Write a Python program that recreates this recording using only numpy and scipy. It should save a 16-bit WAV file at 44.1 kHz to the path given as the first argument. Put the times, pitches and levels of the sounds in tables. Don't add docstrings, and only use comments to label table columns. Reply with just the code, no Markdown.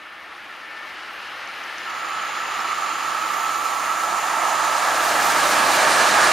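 import sys
import numpy as np
from scipy import signal
from scipy.fft import rfft, irfft, next_fast_len
from scipy.io import wavfile
from scipy.ndimage import uniform_filter1d, map_coordinates

SR = 44100
rng = np.random.default_rng(int(sys.argv[2]) if len(sys.argv) > 2 else 0)


def to_wav(s):
    ch = np.atleast_2d(s).T
    pcm = np.round(np.clip(ch, -1, 1) * 32767)
    wavfile.write(sys.argv[1], SR, pcm.astype(np.int16))


def attenuation_scalar(level_db):
    decades = np.asarray(level_db, float) / 20
    return 10 ** decades


N = 278712

SPEED_M_S, PASS_S, COACH_M = 43, 6.5, 26.4


def unit(x):
    return x / np.sqrt(np.mean(np.abs(x) ** 2) + 1e-20)


def curves(rows):
    time_s, *columns = np.transpose(rows)
    return [np.interp(np.arange(N) / SR, time_s, column) for column in columns]


def wobble(rate_hz):
    knots = rng.standard_normal(int(N * rate_hz / SR) + 4)
    return map_coordinates(knots, [np.arange(N) * rate_hz / SR])


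def filtered(x, response):
    m = next_fast_len(N + 8192)
    return irfft(rfft(x, m) * response(np.fft.rfftfreq(m, 1 / SR)), m)[..., :N]


def shape(points):
    f_hz, db = np.transpose(points)
    return lambda hz: attenuation_scalar(np.interp(np.log(hz + 1), np.log(f_hz + 1), db, left=-120, right=-120))


def rings(modes):
    return lambda hz: sum(attenuation_scalar(db) / (1 + (2 * (hz - centre) / width) ** 2) for centre, width, db in modes)


def stereo_noise(response, alike, patchy_db):
    cells = (257, N // 256 + 2)
    z = rng.standard_normal((2, *cells)) + 1j * rng.standard_normal((2, *cells))
    patches = uniform_filter1d(rng.standard_normal(cells), 6, 0)
    patches = unit(uniform_filter1d(patches, 14, 1))
    pair = signal.istft(z * attenuation_scalar(patchy_db * patches), window="cosine", nperseg=512)[1][:, :N]
    mid, side = filtered(pair, response)
    angle = np.arccos(np.clip(alike, 0, 1)) / 2
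    mid, side = np.cos(angle) * mid, np.sin(angle) * side
    return unit(np.array([mid + side, mid - side]))


def panned(x, left_db):
    return x * attenuation_scalar(np.reshape([left_db / 2, -left_db / 2], (2, -1)))


def distance_m():
    return SPEED_M_S * (PASS_S - np.arange(N) / SR)


def heard_db(near_db, loss_db, screen_db, clear_m, over_m):
    m = distance_m()
    screened = (1 + np.tanh((m - clear_m) / (2 * over_m))) / 2
    return near_db - loss_db * m / 100 - screen_db * screened


def scraping_db():
    # (time [s], rise [dB])
    hangers = [(.87, 3), (1.13, 4), (1.55, -1), (1.98, 2), (4.37, 0), (4.58, -1), (5.069, 4), (5.27, 5),
               (5.49, 5), (5.75, 3), (5.96, 3), (6.302, -1)]
    # (time [s], rise [dB], half width [s])
    worn_wire = [
        (3.35, 2.5, .15),
        (3.8, 1.5, 0.31),
        (5.35, 3.5, 0.51),
    ]
    t = np.arange(N) / SR
    hanger_half_s = 0.048
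    rows = [(s, db, hanger_half_s) for s, db in hangers] + worn_wire
    return sum(rise_db * np.exp(-((t - s) / half_s) ** 2) for s, rise_db, half_s in rows)


def train():
    # (time [s], roar [dB], left over right [dB])
    effort = [
        (0, -41, 0.5),
        (.5, -39, 1),
        (1, -36, 1),
        (2, -32, 1),
        (2.5, -29.5, 1),
        (4, -31, 0.7),
        (4.6, -28, .4),
        (5.7, -23, -1.5),
        (6.32, -22, -1.5),
    ]
    # (time [s], left over right [dB])
    air_side = [
        (0, .3),
        (2.2, 0),
        (3.5, -2.5),
        (5, -3),
        (6.32, 0),
    ]
    # (frequency [Hz], level [dB per Hz])
    rumble_spectrum = [(15, -23), (30, -18), (60, -16.5), (85, -15.5), (105, -12.5), (170, -10.5),
                       (205, -6.5), (250, -6.5), (310, 0), (370, -1), (440, -3.5), (520, 0), (680, -42)]
    buffet_spectrum = [(15, -1), (40, -1), (90, -6), (200, -25)]
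    roar_spectrum = [(400, -43), (560, -12.5), (700, -13), (830, -5), (940, -9.5), (1200, -3.5),
                     (1370, -0.5), (1540, -6), (1690, -2.5), (2050, -5), (2450, -8), (2850, -8),
                     (3400, -14.5), (4600, -27)]
    drone_spectrum = [(380, -28), (480, -6), (620, 6.5), (800, 2.5), (1000, 2), (1150, 3), (1300, -23)]
    fizz_spectrum = [(2600, -15), (3300, -2.5), (3700, -0.5), (4100, 1), (4600, -0.5), (5100, -1),
                     (5700, -7), (6400, -8.5), (7500, -19)]
    air_spectrum = [(4500, -13), (5600, 0.5), (6500, -0.5), (7500, -1), (8500, -1.5), (9500, -2.5),
                    (11000, -11), (13000, -21), (15700, -28)]
    # (frequency [Hz], width [Hz], level [dB])
    wheel_modes = [(1466, 83, -1), (1663, 285, 11.5), (2360, 130, 3.5), (2960, 550, -18)]
    # (alongside [dB], loss [dB per 100 m], far screening [dB], clear at [m], over [m])
    rumble_reach = (-24, 5.5, 4, 62, 2)
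    drone_reach = (-18.5, 7, 12, 103, 14.5)
    ring_reach = (-19.5, 7, 20.5, 109, 42)
    air_reach = (-29.5, 7, 26.5, 138.5, 72)

    roar_db, left_db = curves(effort)
    rumble_db = heard_db(*rumble_reach) + 0.33 * roar_db
    rumble = attenuation_scalar(rumble_db) * stereo_noise(shape(rumble_spectrum), alike=0.98, patchy_db=0.0)
    buffet = attenuation_scalar(rumble_db - 29) * stereo_noise(shape(buffet_spectrum), alike=.05, patchy_db=3.0)
    roar = attenuation_scalar(roar_db + 0.72) * stereo_noise(shape(roar_spectrum), alike=0.95, patchy_db=0.73)
    drone_db = heard_db(*drone_reach) - 4.5
    drone = attenuation_scalar(drone_db) * stereo_noise(shape(drone_spectrum), alike=0.92, patchy_db=-0.8)
    ring = attenuation_scalar(heard_db(*ring_reach)) * stereo_noise(rings(wheel_modes), alike=0.74, patchy_db=-0.8)
    gusts_db = .3 * wobble(16) + .8 * wobble(40)
    fizz_db = roar_db - 4 - 4 * distance_m() / 100 + gusts_db
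    fizz = attenuation_scalar(fizz_db) * stereo_noise(shape(fizz_spectrum), alike=.95, patchy_db=-0.07)
    air_db = heard_db(*air_reach) + 6.0 + 0.36 * scraping_db() + gusts_db
    air = attenuation_scalar(air_db) * stereo_noise(shape(air_spectrum), alike=0.87, patchy_db=1.0)
    wheels = rumble + buffet + panned(roar + ring + fizz, left_db) + panned(drone, 0.26)
    return wheels + panned(air, curves(air_side)[0])


def fields():
    # (frequency [Hz], level [dB per Hz])
    hum_spectrum = [(15, -18), (50, -15), (80, 1.5), (110, -18), (200, -1), (320, -30)]
    return attenuation_scalar(-71.5) * stereo_noise(shape(hum_spectrum), alike=1.0, patchy_db=1.5)


def collector():
    # (time [s], frequency [Hz])
    whine_pitch = [
        (0, 9545),
        (4.7, 9525),
        (5.1, 9420),
        (6.32, 9380),
    ]
    # (frequency [Hz], level [dB per Hz])
    hiss_spectrum = [(10300, -22), (11100, -2), (12200, -3), (12900, 0), (13500, -2), (13900, -6),
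                     (14400, -2), (14900, -6), (15700, -12)]
    sizzle_spectrum = [(9600, -30), (9950, -10), (10300, -9), (10750, -8.5), (11200, -25)]
    # (alongside [dB], loss [dB per 100 m], far screening [dB], clear at [m], over [m])
    hiss_reach = (-43.5, 3, 20, 191, 32)
    sizzle_reach = (-44.5, 3, 20, 198, 27)
    whine_reach = (-52, 6.5, 8, 195, 2)

    burst_db = scraping_db()
    flutter_db = .6 * wobble(90) + 1.3 * wobble(260)
    hiss_db = heard_db(*hiss_reach) + burst_db + flutter_db
    hiss = attenuation_scalar(hiss_db) * stereo_noise(shape(hiss_spectrum), alike=0.93, patchy_db=1.5)
    sizzle_db = heard_db(*sizzle_reach) - 1.0 + .4 * burst_db + 0.47 * flutter_db
    sizzle = attenuation_scalar(sizzle_db) * stereo_noise(shape(sizzle_spectrum), alike=0.93, patchy_db=0.5)
    shaken = unit(1.3 + wobble(90) + 1j * wobble(90))
    whine_hz, = curves(whine_pitch)
    carrier = np.exp(2j * np.pi * np.cumsum(whine_hz) / SR)
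    whine = attenuation_scalar(heard_db(*whine_reach) + 5.5) * np.real(shaken * carrier)
    return hiss + panned(sizzle, 1.6) + panned(whine, 2.5)


def gears():
    # (time [s], level [dB], half width [s])
    swells = [
        (.1, -51, .22),
        (.78, -42.5, .17),
        (1.8, -45, .17),
        (2.66, -42, .14),
        (4.3, -42.5, .22),
        (6.3, -48, .5),
    ]
    # (mesh order, level [dB])
    orders = [(2, -21), (3, -10), (4, -3), (5, -8)]
    t = np.arange(N) / SR
    mesh_hz, rest_db = 445.4, -57
    size = attenuation_scalar(rest_db) + sum(attenuation_scalar(db) * np.exp(-((t - s) / half_s) ** 4) for s, db, half_s in swells)
    phase = 2 * np.pi * mesh_hz * t
    hum = 0
    for order, db in orders:
        level = attenuation_scalar(db + 3.5 + 1.1 * wobble(4.1))
        hum = hum + level * np.sin(order * phase + 0.36 * wobble(9))
    return panned(size * hum, 5.2)


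def whistles(events, length_s, fall_hz):
    out = np.zeros(N + SR)
    t = np.linspace(0, 1, int(length_s * SR))
    for s, db, hz in events:
        sweep = 2 * np.pi * np.cumsum(hz + fall_hz * (.5 - t)) / SR
        start = round((s - length_s / 2) * SR)
        out[start:][:len(t)] += attenuation_scalar(db) * np.sin(np.pi * t) ** 2 * np.sin(sweep)
    return out[:N]


def bird():
    # (time [s], peak [dB])
    tick_events = [
        (1.276, -49),
        (1.476, -42),
        (1.640, -41),
        (1.784, -37),
    ]
    # (time [s], peak [dB], frequency [Hz])
    chirp_events = [(2.545, -37, 7000), (2.57, -50, 7300), (2.605, -38, 5400), (2.63, -49, 7450),
                    (2.68, -50, 7400), (2.745, -45, 5350), (2.755, -47, 7500), (2.785, -46, 7450),
                    (2.81, -46, 7300), (2.845, -48, 5450), (2.895, -44, 5300), (2.915, -50, 7450),
                    (2.93, -49.5, 5400), (2.96, -43, 7250), (3.03, -45, 5350), (3.105, -45, 5650),
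                    (3.2, -50, 7450), (3.27, -48, 5400), (3.34, -40, 5500), (3.395, -40, 5450),
                    (3.51, -49, 7550)]
    tick_hz, trill_hz = 6000, 6900
    trill_s, trill_gap_s, trill_db, fade_db = 1.901, .0504, -41.5, .3
    climb = .4

    ticks = whistles([(s, db, tick_hz) for s, db in tick_events], length_s=.0058, fall_hz=2600)
    trill_events = []
    for k in range(7):
        hz = trill_hz - (trill_hz - tick_hz) * climb ** (k + .5)
        trill_events.append((trill_s + k * trill_gap_s, trill_db - fade_db * k, hz))
    trill = whistles(trill_events, length_s=.006, fall_hz=1900)
    chirps = whistles(chirp_events, length_s=.014, fall_hz=300)
    twitter_events = []
    for a, b, c in rng.random(size=(30, 3)):
        s, hz = np.interp(a, [0, 1], (2.55, 3.02)), np.interp(c, [0, 1], (7200, 7650))
        twitter_events.append((s, -53.5 + 4 * b, hz))
    twitter = whistles(twitter_events, length_s=.014, fall_hz=-300)
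    return panned(ticks + trill + chirps + twitter, -13)


def rails():
    # (frequency [Hz], level [dB per Hz])
    low_spectrum = [(520, -48), (610, -14.5), (700, -4.5), (790, -4.5), (890, 0), (960, -1.5), (1020, -7.5),
                    (1070, -5.5), (1100, -36)]
    main_spectrum = [(1040, -16), (1090, -3.5), (1170, 1.5), (1230, 0.5), (1280, -3), (1340, -5),
                     (1360, -10), (1385, -58)]
    high_spectrum = [(5800, -32), (6150, -9), (6420, -4), (6750, -3.5), (7030, 0), (7220, -7), (7400, -16),
                     (8100, -40)]
    # (frequency [Hz], width [Hz], level [dB])
    span_modes = [(1332, 45, 0), (1290, 40, -7), (1240, 40, -14)]
    t = np.arange(N) / SR
    joint_s = 1.88
    since_s = np.maximum(t - joint_s, 0)
    beat_fade_s = 1.8
    span_fades_s = (5.3, 5.8)

    def grown_db(final_db, short_db, settle_s):
        return final_db - short_db * np.exp(-since_s / settle_s)

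    def beat(peak_s, count):
        cycles = count * (t - peak_s) * SPEED_M_S / COACH_M
        return np.exp(-(since_s / beat_fade_s) ** 2) * np.cos(2 * np.pi * cycles)

    def below_edge(hz):
        return rings(span_modes)(hz) / (1 + (hz / 1368) ** 100)

    bogie_s, coach_s = 2.23, 2.73
    low_db = grown_db(-20, short_db=23.2, settle_s=3.13) + 3 * beat(bogie_s, count=2)
    low = attenuation_scalar(low_db) * stereo_noise(shape(low_spectrum), alike=0.99, patchy_db=1.24)
    song_db = grown_db(-24, short_db=10.8, settle_s=1.34) + 1.5 * beat(coach_s, count=1)
    main_db = song_db + np.interp(t, span_fades_s, [-3.6, -1.2])
    main = attenuation_scalar(main_db) * stereo_noise(shape(main_spectrum), alike=0.75, patchy_db=0.9)
    span_db = song_db + np.interp(t, span_fades_s, [-2.6, -8])
    span = attenuation_scalar(span_db) * stereo_noise(below_edge, alike=1.0, patchy_db=-0.6)
    high_db = grown_db(-35.5, short_db=13, settle_s=1.53) - 2.5
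    high_db = high_db + 0.84 * beat(coach_s + 0.2, count=1) + 0.52 * wobble(25)
    high = attenuation_scalar(high_db) * stereo_noise(shape(high_spectrum), alike=0.72, patchy_db=0.1)
    onset = attenuation_scalar(np.interp(t - joint_s, [-.1, 0], [-30, 0]))
    gentle_onset = attenuation_scalar(np.interp(t - joint_s, [-.26, -.06, .09], [-34, -6, 0]))
    song = panned(low, -7.0) + panned(main, -11.5) + panned(span, -4.5)
    return onset * song + gentle_onset * panned(high, -10.5)


def scene():
    return train() + fields() + collector() + gears() + bird() + rails()


def band_limit(x):
    return signal.sosfilt(signal.butter(12, 15720, fs=SR, output="sos"), x)


def record(dry):
    top_hz = 15810
    mix = filtered(dry, lambda hz: hz < top_hz)
    return band_limit(mix)


dry = scene()
out = record(dry)
to_wav(out)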